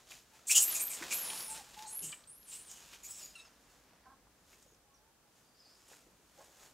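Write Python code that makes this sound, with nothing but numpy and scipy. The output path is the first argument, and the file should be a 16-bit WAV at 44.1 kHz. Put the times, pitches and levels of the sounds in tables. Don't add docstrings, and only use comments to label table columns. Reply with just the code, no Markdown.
import sys
import numpy as np
from scipy import signal
from scipy.fft import rfft, irfft, next_fast_len
from scipy.io import wavfile
from scipy.ndimage import map_coordinates

SR = 44100
rng = np.random.default_rng(int(sys.argv[2]) if len(sys.argv) > 2 else 0)


def field_ratio(decibels):
    return 10 ** (np.asarray(decibels, dtype=float) / 20)


def unload_wav(signal):
    wavfile.write(
        sys.argv[1],
        SR,
        np.round(np.clip(np.atleast_2d(signal).T, -1, 1) * 32767).astype(np.int16),
    )


N = 297189


def unit(x):
    return x / np.sqrt(np.mean(np.abs(x) ** 2) + 1e-20)


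def along(points, hz):
    f, v = np.transpose(points)
    return np.interp(np.log(hz + 1), np.log(f + 1), v)


def over_time(points, t):
    return np.interp(t, *np.transpose(points))


def curves(rows):
    s, *columns = np.transpose(rows)
    i = np.arange(max(round(s[0] * SR), 0), min(round(s[-1] * SR), N))
    return i, [np.interp(i / SR, s, column) for column in columns]


def edges(size, fade):
    t = np.arange(size) / SR
    return np.clip(np.minimum(t, t[::-1]) / fade, 0, 1)


def wobble(size, rate):
    knots = rng.standard_normal(int(size * rate / SR) + 4)
    return map_coordinates(knots, [np.arange(size) * rate / SR])


def coloured(x, spectrum):
    m = next_fast_len(len(x) + 8192)
    hz = np.fft.rfftfreq(m, 1 / SR)
    inside = (hz > spectrum[0][0] / 2) & (hz < spectrum[-1][0] * 2)
    shaped = irfft(rfft(x, m) * field_ratio(along(spectrum, hz)) * inside, m)
    return unit(shaped[:len(x)])


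def resonance(x, hz, width_hz):
    turn = np.exp(2j * np.pi * np.cumsum(hz) / SR)
    pole = np.exp(-np.pi * width_hz / SR)
    low = signal.lfilter([1], np.poly([pole, pole]), x / turn)
    return unit((low * turn).real)


def voice(calls, lines, rough, waver, blur_hz, fade):
    out = np.zeros(N)
    for rows, share in zip(calls, np.clip(np.broadcast_to(rough, len(calls)), 0, 1)):
        i, (hz, db) = curves(rows)
        hz = hz * (1 + waver * np.sqrt(share) * wobble(len(i), 120))
        for k, line_db in lines:
            flutter = field_ratio(6 * np.sqrt(share) * wobble(len(i), 150))
            clean = np.sqrt(2) * np.sin(2 * np.pi * np.cumsum(k * hz) / SR) * flutter
            blurred = resonance(rng.standard_normal(len(i)), k * hz, blur_hz)
            mixed = np.sqrt(1 - share) * clean + np.sqrt(share) * blurred
            heard = k * hz < SR * .4
            out[i] += heard * field_ratio(db + line_db) * edges(len(i), fade) * mixed
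    return out


def notes(rows, rise, rise_db, end_db, tail, droop):
    calls = []
    for (s, length, hz, db), lost in zip(rows, np.broadcast_to(droop, len(rows))):
        calls.append([(s, hz, db - rise_db),
                      (s + rise * length, hz, db),
                      (s + (1 - tail) * length, hz, db - end_db / 2),
                      (s + length, hz * (1 - lost), db - end_db)])
    return calls


def air():
    # (frequency [Hz], level [dB per Hz])
    hush = [(15, -32.5), (30, -12.5), (53, -7), (96, -3.5), (253, -3.5), (539, -4.5), (651, -5.5),
            (829, -7), (1670, -10), (1960, -13.5), (4290, -16.5), (6600, -16.5), (15600, -22.5)]
    # (frequency [Hz], level [dB])
    apart = [(40, -25), (200, -19), (900, -20), (1900, -16), (4000, -11.5), (12000, -9.5)]
    # (time [s], level [dB])
    breeze = [(0, -76), (.5, -80), (1.4, -72), (2.05, -73), (2.42, -73.5), (2.6, -75.5), (4.1, -74.5),
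              (4.8, -77.5), (5.57, -88.5), (6.151, -75), (6.3, -82), (6.7, -75.5)]
    # (frequency [Hz], level [dB per Hz])
    rumble_colour = [(25, -19), (40, -1.5), (55, 1.5), (90, -11.5), (150, -9)]
    mid = coloured(rng.standard_normal(N), hush) * field_ratio(0.53 * wobble(N, 4.6))
    side_colour = [(hz, db + along(apart, hz)) for hz, db in hush]
    side = field_ratio(-3.5) * coloured(rng.standard_normal(N), side_colour)
    gusts = field_ratio(over_time(breeze, np.arange(N) / SR))
    rumble_mid = gusts * coloured(rng.standard_normal(N), rumble_colour)
    rumble_side = gusts * coloured(rng.standard_normal(N), rumble_colour)
    rumble = rumble_mid + field_ratio(-21.5) * rumble_side * np.array([[1], [-1]])
    return field_ratio(-70) * np.array([mid + side, mid - side]) + rumble


def trunks(x):
    # (frequency [Hz], time to fall 60 dB [s])
    echo_times = [(500, 0.48), (3000, 0.23), (9000, 0.3), (15000, 0.35)]
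    out, step = np.zeros((2, N + SR)), SR // 4
    for a in range(0, N, step):
        hz, t, z = signal.stft(rng.standard_normal((2, SR // 2)), SR, nperseg=256)
        dying = z * field_ratio(-60 * t / along(echo_times, hz)[:, None])
        mid, side = signal.istft(dying, SR, nperseg=256)[1]
        tails = np.array([mid + .015 * side, mid - .015 * side]) / np.linalg.norm(mid)
        wet = signal.fftconvolve(x[None, a:a + step], tails, axes=1)
        late = a + 200
        out[:, late:late + wet.shape[1]] += wet
    return out[:, :N]


def far_bird():
    # (time [s], pitch [Hz], level [dB])
    trill = [
        [(5.54, 4750, -75), (5.59, 5150, -71), (5.63, 5000, -69.5), (5.66, 4550, -70), (5.7, 5150, -68),
         (5.745, 5050, -68.5), (5.76, 5100, -77), (5.86, 5350, -78)],
    ]
    # (time [s], pitch [Hz], level [dB])
    chips = [
        [(4.938, 6480, -69), (4.98, 4670, -82.5)],
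        [(5.43, 4870, -83), (5.52, 4900, -79)],
        [(5.66, 4300, -73), (5.705, 5400, -73)],
    ]
    trilled = voice(trill, [(0.99, 0)], 0.72, waver=0.0497, blur_hz=800, fade=.006)
    return trilled + voice(chips, [(0.98, 0.0018)], 0.091, waver=0.03, blur_hz=296, fade=0.0026)


def litter():
    # (loudest time [s], crackle level [dB], scuff level [dB], length [s])
    footfalls = [(0, -75, -69, 0.088), (0.124, -60, -65.5, 0.065), (0.354, -71.5, -68.5, 0.075),
                 (0.52, -42, -61, 0.026), (0.594, -55.5, -55, 0.1), (0.715, -50.5, -59, 0.081),
                 (0.81, -68, -60.5, 0.24), (0.967, -60, -63.5, 0.11), (1.032, -56.5, -49.5, 0.027),
                 (1.124, -49.5, -53, 0.038), (1.232, -58, -59.5, 0.2), (1.348, -58, -57, 0.2),
                 (1.556, -58, -59, 0.043), (1.796, -63.5, -63.5, 0.14), (2.047, -72, -66.5, 0.24),
                 (2.532, -60, -66.5, 0.056), (2.757, -68.5, -68, 0.26), (2.883, -70, -77.5, 0.12),
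                 (2.935, -64, -65, 0.026), (3.08, -67.5, -69.5, 0.051), (3.216, -63.5, -67.5, 0.12),
                 (3.458, -81, -70, 0.13), (3.714, -78.5, -78, 0.16), (3.939, -97.5, -74, 0.4),
                 (4.534, -75.5, -76, 0.16), (5.383, -82, -80.5, 0.12), (5.742, -81, -76.5, 0.28),
                 (5.924, -72, -71, 0.097), (6.41, -75.5, -71, 0.21), (6.631, -73, -69.5, 0.11)]
    # (frequency [Hz], level [dB per Hz])
    crackle_colour = [(1500, -22), (2500, -0.5), (4000, -1.5), (5500, -3), (9000, -33.5)]
    scuff_colour = [(60, -30.5), (130, -10), (300, -8), (900, -5), (1800, -6.5), (3000, -15.5)]
    fizz_colour = [(4500, -11), (6800, 1.5), (9000, -7), (13000, -10), (15700, -15.5)]
    fizz_apart_colour = [(4000, -13.5), (8000, -10), (11000, -9), (13000, 2), (15700, 0)]
    # (time [s], level [dB])
    dryness = [(3.3, 0.5), (4.6, 5), (5.9, 4.5)]
    crush_db, rise_share = 11, 0.6
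    t = np.arange(N) / SR
    crackle, scuff = np.zeros((2, N))
    for s, db, scuff_db, length in footfalls:
        shape = field_ratio(-crush_db * np.maximum(t - s, (s - t) / rise_share) / length)
        crackle += field_ratio(db) * shape
        scuff += field_ratio(scuff_db) * shape
    fizz = crackle * field_ratio(over_time(dryness, t))
    grains = rng.standard_normal((5, N)) * field_ratio(2.2 * wobble(N, 500) + .8 * wobble(N, 30))
    middle = field_ratio(3.5) * crackle * coloured(grains[0], crackle_colour)
    middle += field_ratio(2.5) * scuff * coloured(grains[1], scuff_colour)
    middle += field_ratio(4.5) * fizz * coloured(grains[2], fizz_colour)
    apart = field_ratio(-21.5) * scuff * coloured(grains[3], scuff_colour)
    apart += field_ratio(-21) * fizz * coloured(grains[4], fizz_apart_colour)
    return np.array([middle + apart, middle - apart])


def snaps():
    # (time [s], peak level [dB], centre [Hz])
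    leaf_snaps = [(.879, -35, 4000), (1.023, -28, 2200), (1.42, -32, 11000), (1.715, -44, 7000),
                  (1.742, -55, 5000), (1.79, -37, 6000), (1.822, -36, 7000), (1.991, -35, 4060),
                  (2.276, -52, 8800), (2.295, -52, 7000), (2.429, -47, 4560), (2.61, -48, 3000),
                  (2.74, -44, 12500), (3.036, -46, 7000), (3.298, -45, 6900), (4.056, -51.5, 1190),
                  (4.535, -56, 8000), (5.752, -60, 3500)]
    t60_s, width = .016, 1.1
    out, t = np.zeros(N + SR), np.arange(SR // 20) / SR
    for s, db, hz in leaf_snaps:
        click = resonance(rng.standard_normal(len(t)), np.full(len(t), hz), width * hz)
        shape = field_ratio(db - 7 - 60 * t / t60_s) * (1 - np.exp(-t / .0008))
        out[round(s * SR):][:len(t)] += shape * click
    return out[:N]


def ticks():
    # (time [s], peak level [dB], centre [Hz])
    twig_ticks = [(.117, -36, 2480), (1.009, -38, 294), (1.023, -27, 1770), (1.299, -26.5, 2970),
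                  (1.374, -30, 4660), (1.405, -29, 5530), (1.742, -39, 3560), (1.788, -32.5, 3130),
                  (1.823, -35, 5230), (2.014, -46, 330), (2.03, -46, 548), (2.088, -38.5, 3280),
                  (2.119, -36.5, 4500), (2.128, -32, 2550), (2.237, -45, 3830), (2.712, -31.5, 6670),
                  (2.935, -36, 3100), (4.267, -52, 877), (4.53, -45.5, 2150), (4.5, -57, 602),
                  (4.625, -46, 6860), (4.66, -53, 520), (4.72, -52.5, 384), (4.745, -52.5, 5600),
                  (5.399, -58.5, 141.4), (5.663, -57.5, 775), (5.882, -44, 8700), (5.914, -46.5, 524),
                  (5.93, -46, 1600), (6.066, -49, 427), (6.184, -55, 386), (6.211, -57.5, 405),
                  (6.238, -59.5, 272), (6.402, -41.5, 800), (6.444, -46, 8000), (6.617, -48, 580),
                  (6.732, -44.5, 1470)]
    out, t = np.zeros(N + SR), np.arange(SR // 10) / SR
    for s, db, hz in twig_ticks:
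        noise = rng.standard_normal((2, len(t)))
        ring = resonance(noise[0], np.full(len(t), hz), 0.5 * hz) * field_ratio(-60 * t / (0.031 + 22 / hz))
        crack = 0.6 * noise[1] * field_ratio(-60 * t / .014) * min(hz / 4000, 1)
        onset = 1 - np.exp(-t / 0.0016)
        out[round(s * SR):][:len(t)] += field_ratio(db - 9.5) * (ring + crack) * onset
    return out[:N]


def coos():
    # (time [s], length [s], pitch [Hz], level [dB])
    short_coos = [
        (.32, 0.071, 880, -68),
        (1.285, 0.076, 879, -54),
        (1.66, 0.038, 850, -67),
        (1.925, 0.038, 874, -57.5),
    ]
    coo_droop = [.01, .01, .04, .01]
    # (time [s], pitch [Hz], level [dB])
    long_coos = [
        [(1.475, 880, -62), (1.509, 878, -52), (1.543, 872, -54), (1.555, 897, -67), (1.595, 876, -52),
         (1.611, 784, -56), (1.625, 730, -80)],
        [(1.76, 867, -62), (1.772, 843, -55), (1.85, 880, -50.5), (1.866, 855, -49), (1.876, 823.8, -53.5),
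         (1.882, 884, -66), (1.89, 867.4, -62)],
    ]
    far_coos = [
        [(4.84, 820, -77), (4.97, 830, -83), (5.12, 920, -76)],
        [(4.89, 1090, -75), (4.95, 1110, -77)],
        [(5.24, 860, -79), (5.31, 780, -78)],
        [(5.43, 880, -77), (5.48, 900, -77)],
    ]
    low_hum = [
        [(2.01, 164, -75), (2.042, 162, -54.5), (2.085, 156.7, -62.5), (2.13, 156, -69)],
    ]
    bark = [
        [(2.124, 605, -51), (2.133, 588, -56), (2.146, 586, -57)],
    ]
    # (multiple of the pitch, level [dB])
    bark_lines = [(2, -7), (3, -6), (4, -3), (5, 4)]
    short = notes(short_coos, rise=.3, rise_db=3.5, end_db=4.0, tail=.45, droop=coo_droop)
    hoots = list(short) + list(long_coos) + list(far_coos)
    out = voice(hoots, [(1, 0)], .05, waver=.02, blur_hz=60, fade=.012)
    hum_lines = [(1, 1.5), (2, -8.5), (3, -24), (4, -28)]
    out += voice(low_hum, hum_lines, 0.21, waver=.03, blur_hz=89.5, fade=0.0092)
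    return out + voice(bark, bark_lines, .25, waver=.03, blur_hz=200, fade=.003)


def grunts():
    # (time [s], length [s], pitch [Hz], level [dB])
    huffs = [
        (4.054, .06, 262, -67.5),
        (4.114, .035, 268, -70),
        (6.375, .06, 277, -63),
        (6.437, .02, 262, -67),
        (6.478, .024, 262, -68),
    ]
    # (multiple of the pitch, level [dB])
    open_lines = [(1, -5.5), (2, -15.5), (3, 3.5), (4, 3), (5, -5), (6, -2.5)]
    muffled_lines = [(1, -16), (2, 0), (3, -2), (4, -11), (6, -11)]
    breaths = notes(huffs, rise=0.11, rise_db=9, end_db=4, tail=0.5, droop=-0.032)
    opened = voice(breaths[:2], open_lines, .35, waver=.02, blur_hz=90, fade=.004)
    return opened + voice(breaths[2:], muffled_lines, .45, waver=.03, blur_hz=150, fade=.004)


def peep():
    # (time [s], pitch [Hz], level [dB])
    body = [
        [(3.353, 1392, -51), (3.36, 1380, -49), (3.372, 1355, -61), (3.385, 1295, -61), (3.42, 1340, -62.5),
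         (3.5, 1360, -80)],
    ]
    overtones = [
        [(3.352, 1378, -61), (3.365, 1350, -60), (3.38, 1290, -63), (3.395, 1253, -55), (3.41, 1270, -58),
         (3.44, 1290, -72)],
    ]
    upper = [
        [(3.353, 1375, -56), (3.37, 1334, -63), (3.395, 1335, -60), (3.42, 1300, -63), (3.445, 1300, -74)],
    ]
    # (multiple of the pitch, level [dB])
    upper_lines = [(4, -7), (5, -11), (6, -9), (7, -8)]
    # (time [s], frequency [Hz], level [dB])
    strands = [
        [(3.445, 5500, -71), (3.478, 4750, -67)],
        [(3.485, 1500, -72), (3.503, 1500, -68)],
        [(3.44, 6700, -73), (3.49, 6500, -73)],
    ]
    out = voice(body, [(1, -16), (2, 0)], .2, waver=.015, blur_hz=300, fade=.002)
    out += voice(overtones, [(3, -3)], .5, waver=.02, blur_hz=400, fade=.003)
    out += voice(upper, upper_lines, .55, waver=.02, blur_hz=500, fade=.003)
    return out + voice(strands, [(1, 0)], .3, waver=.02, blur_hz=400, fade=.004)


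def squeaks():
    # (time [s], length [s], strongest line [Hz], level [dB])
    bursts = [
        (3.03, 0.052, 6900, -51),
        (3.082, 0.048, 7790, -46.5),
        (3.14, 0.083, 7760, -55),
        (3.222, 0.044, 6870, -48.5),
    ]
    # (multiple of the strongest line, level [dB])
    squeak_lines = [(1, 0), (4 / 3, -19), (5 / 3, -21), (6 / 3, -16)]
    calls = notes(bursts, rise=0.47, rise_db=5.0, end_db=5.5, tail=0.37, droop=.005)
    return voice(calls, squeak_lines, [.6, .25, .6, .35], waver=.012, blur_hz=500, fade=.004)


def whistles():
    # (time [s], strongest line [Hz])
    glides = [
        [(.634, 12300), (.645, 12800), (.69, 12890), (.705, 11930), (.72, 10700), (.732, 9900)],
        [(.805, 10820), (.82, 12400), (.85, 12380), (.88, 12150), (.9, 11000), (.925, 10330)],
        [(1.14, 11300), (1.16, 12700), (1.192, 11200), (1.197, 12430), (1.22, 11340), (1.24, 10690),
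         (1.28, 10260), (1.3, 9570), (1.315, 10380)],
        [(1.335, 11000), (1.345, 10910), (1.385, 10900), (1.402, 10250), (1.44, 10350), (1.448, 9750),
         (1.484, 9950), (1.51, 8000), (1.53, 7350)],
        [(1.862, 6570), (1.88, 8650), (1.92, 10520), (1.97, 11510), (2.0, 10770), (2.02, 9300), (2.065, 8150),
         (2.082, 7160), (2.1, 8120)],
        [(2.272, 8150), (2.31, 10000), (2.34, 11000), (2.36, 11600), (2.42, 11600), (2.452, 10200),
         (2.472, 8100)],
        [(2.508, 7300), (2.525, 7450), (2.535, 8100), (2.556, 8400), (2.572, 9300), (2.61, 9650), (2.655, 9700),
         (2.678, 8500), (2.7, 6500)],
    ]
    # (level [dB], loss at the top of the arch [dB], loss by the end [dB])
    breath = [(-34, -2, 4), (-49, -12, 1), (-39, -2, 5), (-47, 1, 1), (-56, -9, -6), (-54, 7, 7),
              (-49, 8, 6)]
    roughness = [.45, .5, .36, .65, .4, .04, .1]
    # (multiple of the strongest line, level [dB])
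    whistle_lines = [(1, 0), (3 / 2, -25)]
    calls = []
    for rows, (db, top_db, end_db) in zip(glides, breath):
        s, hz = np.transpose(rows)
        height = (hz - hz.min()) / np.ptp(hz)
        spent = (s - s[0]) / np.ptp(s)
        calls.append(np.transpose([s, hz, db - top_db * height ** 2 - end_db * spent]))
    return field_ratio(-2.5) * voice(calls, whistle_lines, roughness, waver=.015, blur_hz=1000, fade=.002)


def hoarse_tones():
    # (time [s], pitch [Hz], level [dB])
    shrill = [
        [(.55, 7100, -36), (.57, 6950, -28), (.612, 6680, -32), (.625, 6600, -46)],
        [(.745, 6950, -42), (.765, 6800, -40), (.78, 6700, -50)],
        [(1.863, 6600, -60), (1.92, 6700, -70)],
        [(2.04, 8600, -54), (2.07, 8050, -50), (2.14, 8100, -60)],
        [(2.478, 9000, -58), (2.53, 8900, -59)],
        [(3.1, 7150, -56), (3.125, 7100, -57)],
        [(3.27, 6800, -62), (3.33, 6700, -72)],
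        [(4.67, 6800, -74), (4.74, 6600, -76)],
    ]
    rasp = [
        [(.494, 2400, -44), (.505, 2430, -31), (.517, 2560, -39), (.54, 2700, -43)],
        [(.903, 2400, -47), (.935, 2300, -60)],
        [(1.107, 2450, -46), (1.135, 2450, -52)],
    ]
    undertone = [
        [(1.23, 5450, -59), (1.49, 5400, -65)],
        [(3.038, 4800, -62), (3.07, 4850, -66)],
        [(3.075, 5100, -65), (3.13, 5350, -63), (3.17, 5600, -64), (3.21, 5300, -60), (3.26, 5300, -66)],
        [(3.2, 4800, -66), (3.235, 4850, -62), (3.27, 4900, -68), (3.335, 5000, -72)],
    ]
    stray = [
        [(.51, 5500, -33.5), (.537, 5500, -37.5)],
        [(.565, 6000, -34), (.59, 6000, -37)],
        [(1.852, 4170, -64), (1.875, 4460, -58)],
        [(1.885, 13700, -68), (1.92, 13900, -69)],
        [(2.01, 15100, -65), (2.045, 15000, -62)],
        [(2.32, 5400, -89), (2.4, 5400, -85)],
        [(2.51, 4200, -65), (2.56, 4240, -76)],
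    ]
    out = voice(shrill, [(1, 0)], .55, waver=.02, blur_hz=500, fade=.004)
    out += voice(rasp, [(1, 0), (2, -14)], .5, waver=.03, blur_hz=500, fade=.003)
    out += voice(undertone, [(1, 0)], [.9, .5, .7, .55], waver=.02, blur_hz=500, fade=.008)
    return out + voice(stray, [(1, 0)], .7, waver=.03, blur_hz=700, fade=.005)


def screech():
    # (start time [s], length [s], mouth level [dB], mouth resonance [Hz], throat against mouth [dB])
    bursts = [(0.467, 0.046, -31.5, 7800, -33), (0.494, 0.035, -24.5, 7370, -6.5),
              (0.544, 0.0222, -19, 7160, -5), (0.56, 0.022, -20.5, 6900, -4.5),
              (0.59, 0.045, -25, 7560, -14.5), (0.739, 0.036, -32.5, 7500, -7.5),
              (0.787, 0.032, -32, 8350, -11), (0.89, 0.05, -40.5, 8200, -14),
              (0.924, 0.024, -40, 7140, -12), (1.103, 0.029, -33, 7150, -1),
              (1.15, 0.041, -46.5, 7400, -14), (1.489, 0.031, -43, 8700, -13),
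              (2.019, 0.032, -41, 7140, -5), (2.07, 0.035, -57.5, 7760, 3),
              (2.466, 0.041, -53.5, 8200, -19), (2.512, 0.044, -49, 7900, -6),
              (2.692, 0.013, -47, 6840, -10), (2.75, 0.0213, -56, 6700, -3), (3.028, 0.03, -48.5, 7100, -8),
              (3.091, 0.051, -50.5, 7500, -31), (3.143, 0.077, -51, 7300, -21),
              (0.613, 0.017, -26, 11300, -16), (2.02, 0.023, -46, 10240, -31),
              (3.03, 0.0364, -54, 12900, -30), (0.731, 0.013, -33, 11200, -28),
              (1.12, 0.027, -34, 11100, -24), (1.37, 0.034, -48, 11900, -33),
              (1.312, 0.051, -48, 9100, -26), (1.325, .025, -50.5, 12000, -30),
              (1.42, .05, -53.5, 11100, -39), (1.86, 0.037, -52.5, 8200, -34),
              (3.098, .015, -54.5, 9700, -30), (3.235, .03, -61, 13800, -30)]
    # (time [s], frequency [Hz])
    throat_path = [(.505, 2564), (.543, 2680), (.548, 3030), (.6, 3080), (.64, 2580), (.9, 2320),
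                   (1.12, 2514), (2.0, 2900), (2.8, 3030), (3.04, 2380)]
    # (frequency [Hz], level [dB per Hz])
    hiss_colour = [(7000, -21), (9500, 3), (12500, -2), (14000, -2), (15700, -9)]
    attack_s, attack_db = 0.016, 16
    sag, release, throat_sag = 59.5, 500, 196.5
    hiss_start_db, hiss_growth, hiss_per_effort = -21, 145.5, 0.096
    out = np.zeros(N)
    t = np.arange(SR // 4) / SR
    for s, length, db, hz, throat_re_db in bursts:
        i = round(s * SR) + np.arange(len(t))
        attack = attack_db * np.clip(1 - t / attack_s, 0, 1)
        mouth_db = db - attack - sag * t - release * np.maximum(t - length, 0)
        throat_db = mouth_db + throat_re_db - throat_sag * t
        hiss_db = mouth_db + hiss_start_db + hiss_growth * np.minimum(t, length) + hiss_per_effort * (db + 40.5)
        mouth_hz = hz * (1 + .03 * wobble(len(t), 50))
        throat_hz = over_time(throat_path, i / SR)
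        puffs = rng.standard_normal((3, len(i))) * field_ratio(1.3 * wobble(len(i), 700))
        mouth_ring = 0.54 * resonance(puffs[0], mouth_hz, 1300) + 0.74 * resonance(puffs[2], mouth_hz, 2987)
        throat_ring = resonance(resonance(puffs[1], throat_hz, 670), throat_hz, 700)
        hiss = field_ratio(hiss_db + 7.5) * coloured(puffs[2], hiss_colour)
        burst = field_ratio(mouth_db) * mouth_ring + field_ratio(throat_db) * throat_ring + hiss
        out[i] += field_ratio(-1.5) * edges(len(i), .003) * burst
    return out


def youngster():
    return screech() + whistles() + squeaks() + hoarse_tones() + peep()


def scene():
    # (time [s], level [dB])
    turning = [(.64, -13), (.7, -6), (1.0, -8), (1.18, -7), (1.28, -2), (1.5, 0), (1.8, -2), (1.86, 6),
               (1.93, 2), (2.0, -3), (2.25, 3), (2.75, 2), (3.0, -7), (3.3, -7), (3.36, -12)]
    calls, near_coos, near_grunts = youngster(), coos(), grunts()
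    ground = ticks() + snaps() + litter()
    bird = far_bird()
    to_trunks = field_ratio(over_time(turning, np.arange(N) / SR)) * calls
    to_trunks += field_ratio(-14) * (near_coos + near_grunts)
    to_trunks += field_ratio(-9) * ground.mean(axis=0) + field_ratio(-3) * bird
    grunts_right = near_grunts * field_ratio(np.array([[-1.2], [1.2]]))
    return calls + near_coos + grunts_right + ground + field_ratio(-0.5) * bird + trunks(to_trunks) + air()


def low_pass(x):
    return signal.sosfilt(signal.butter(12, 15770, fs=SR, output="sos"), x)


def record(dry):
    below_limit = np.fft.rfftfreq(N, 1 / SR) < 15760
    narrow = irfft(rfft(dry) * below_limit, N)
    return low_pass(narrow)


dry = scene()
out = record(dry)
unload_wav(out)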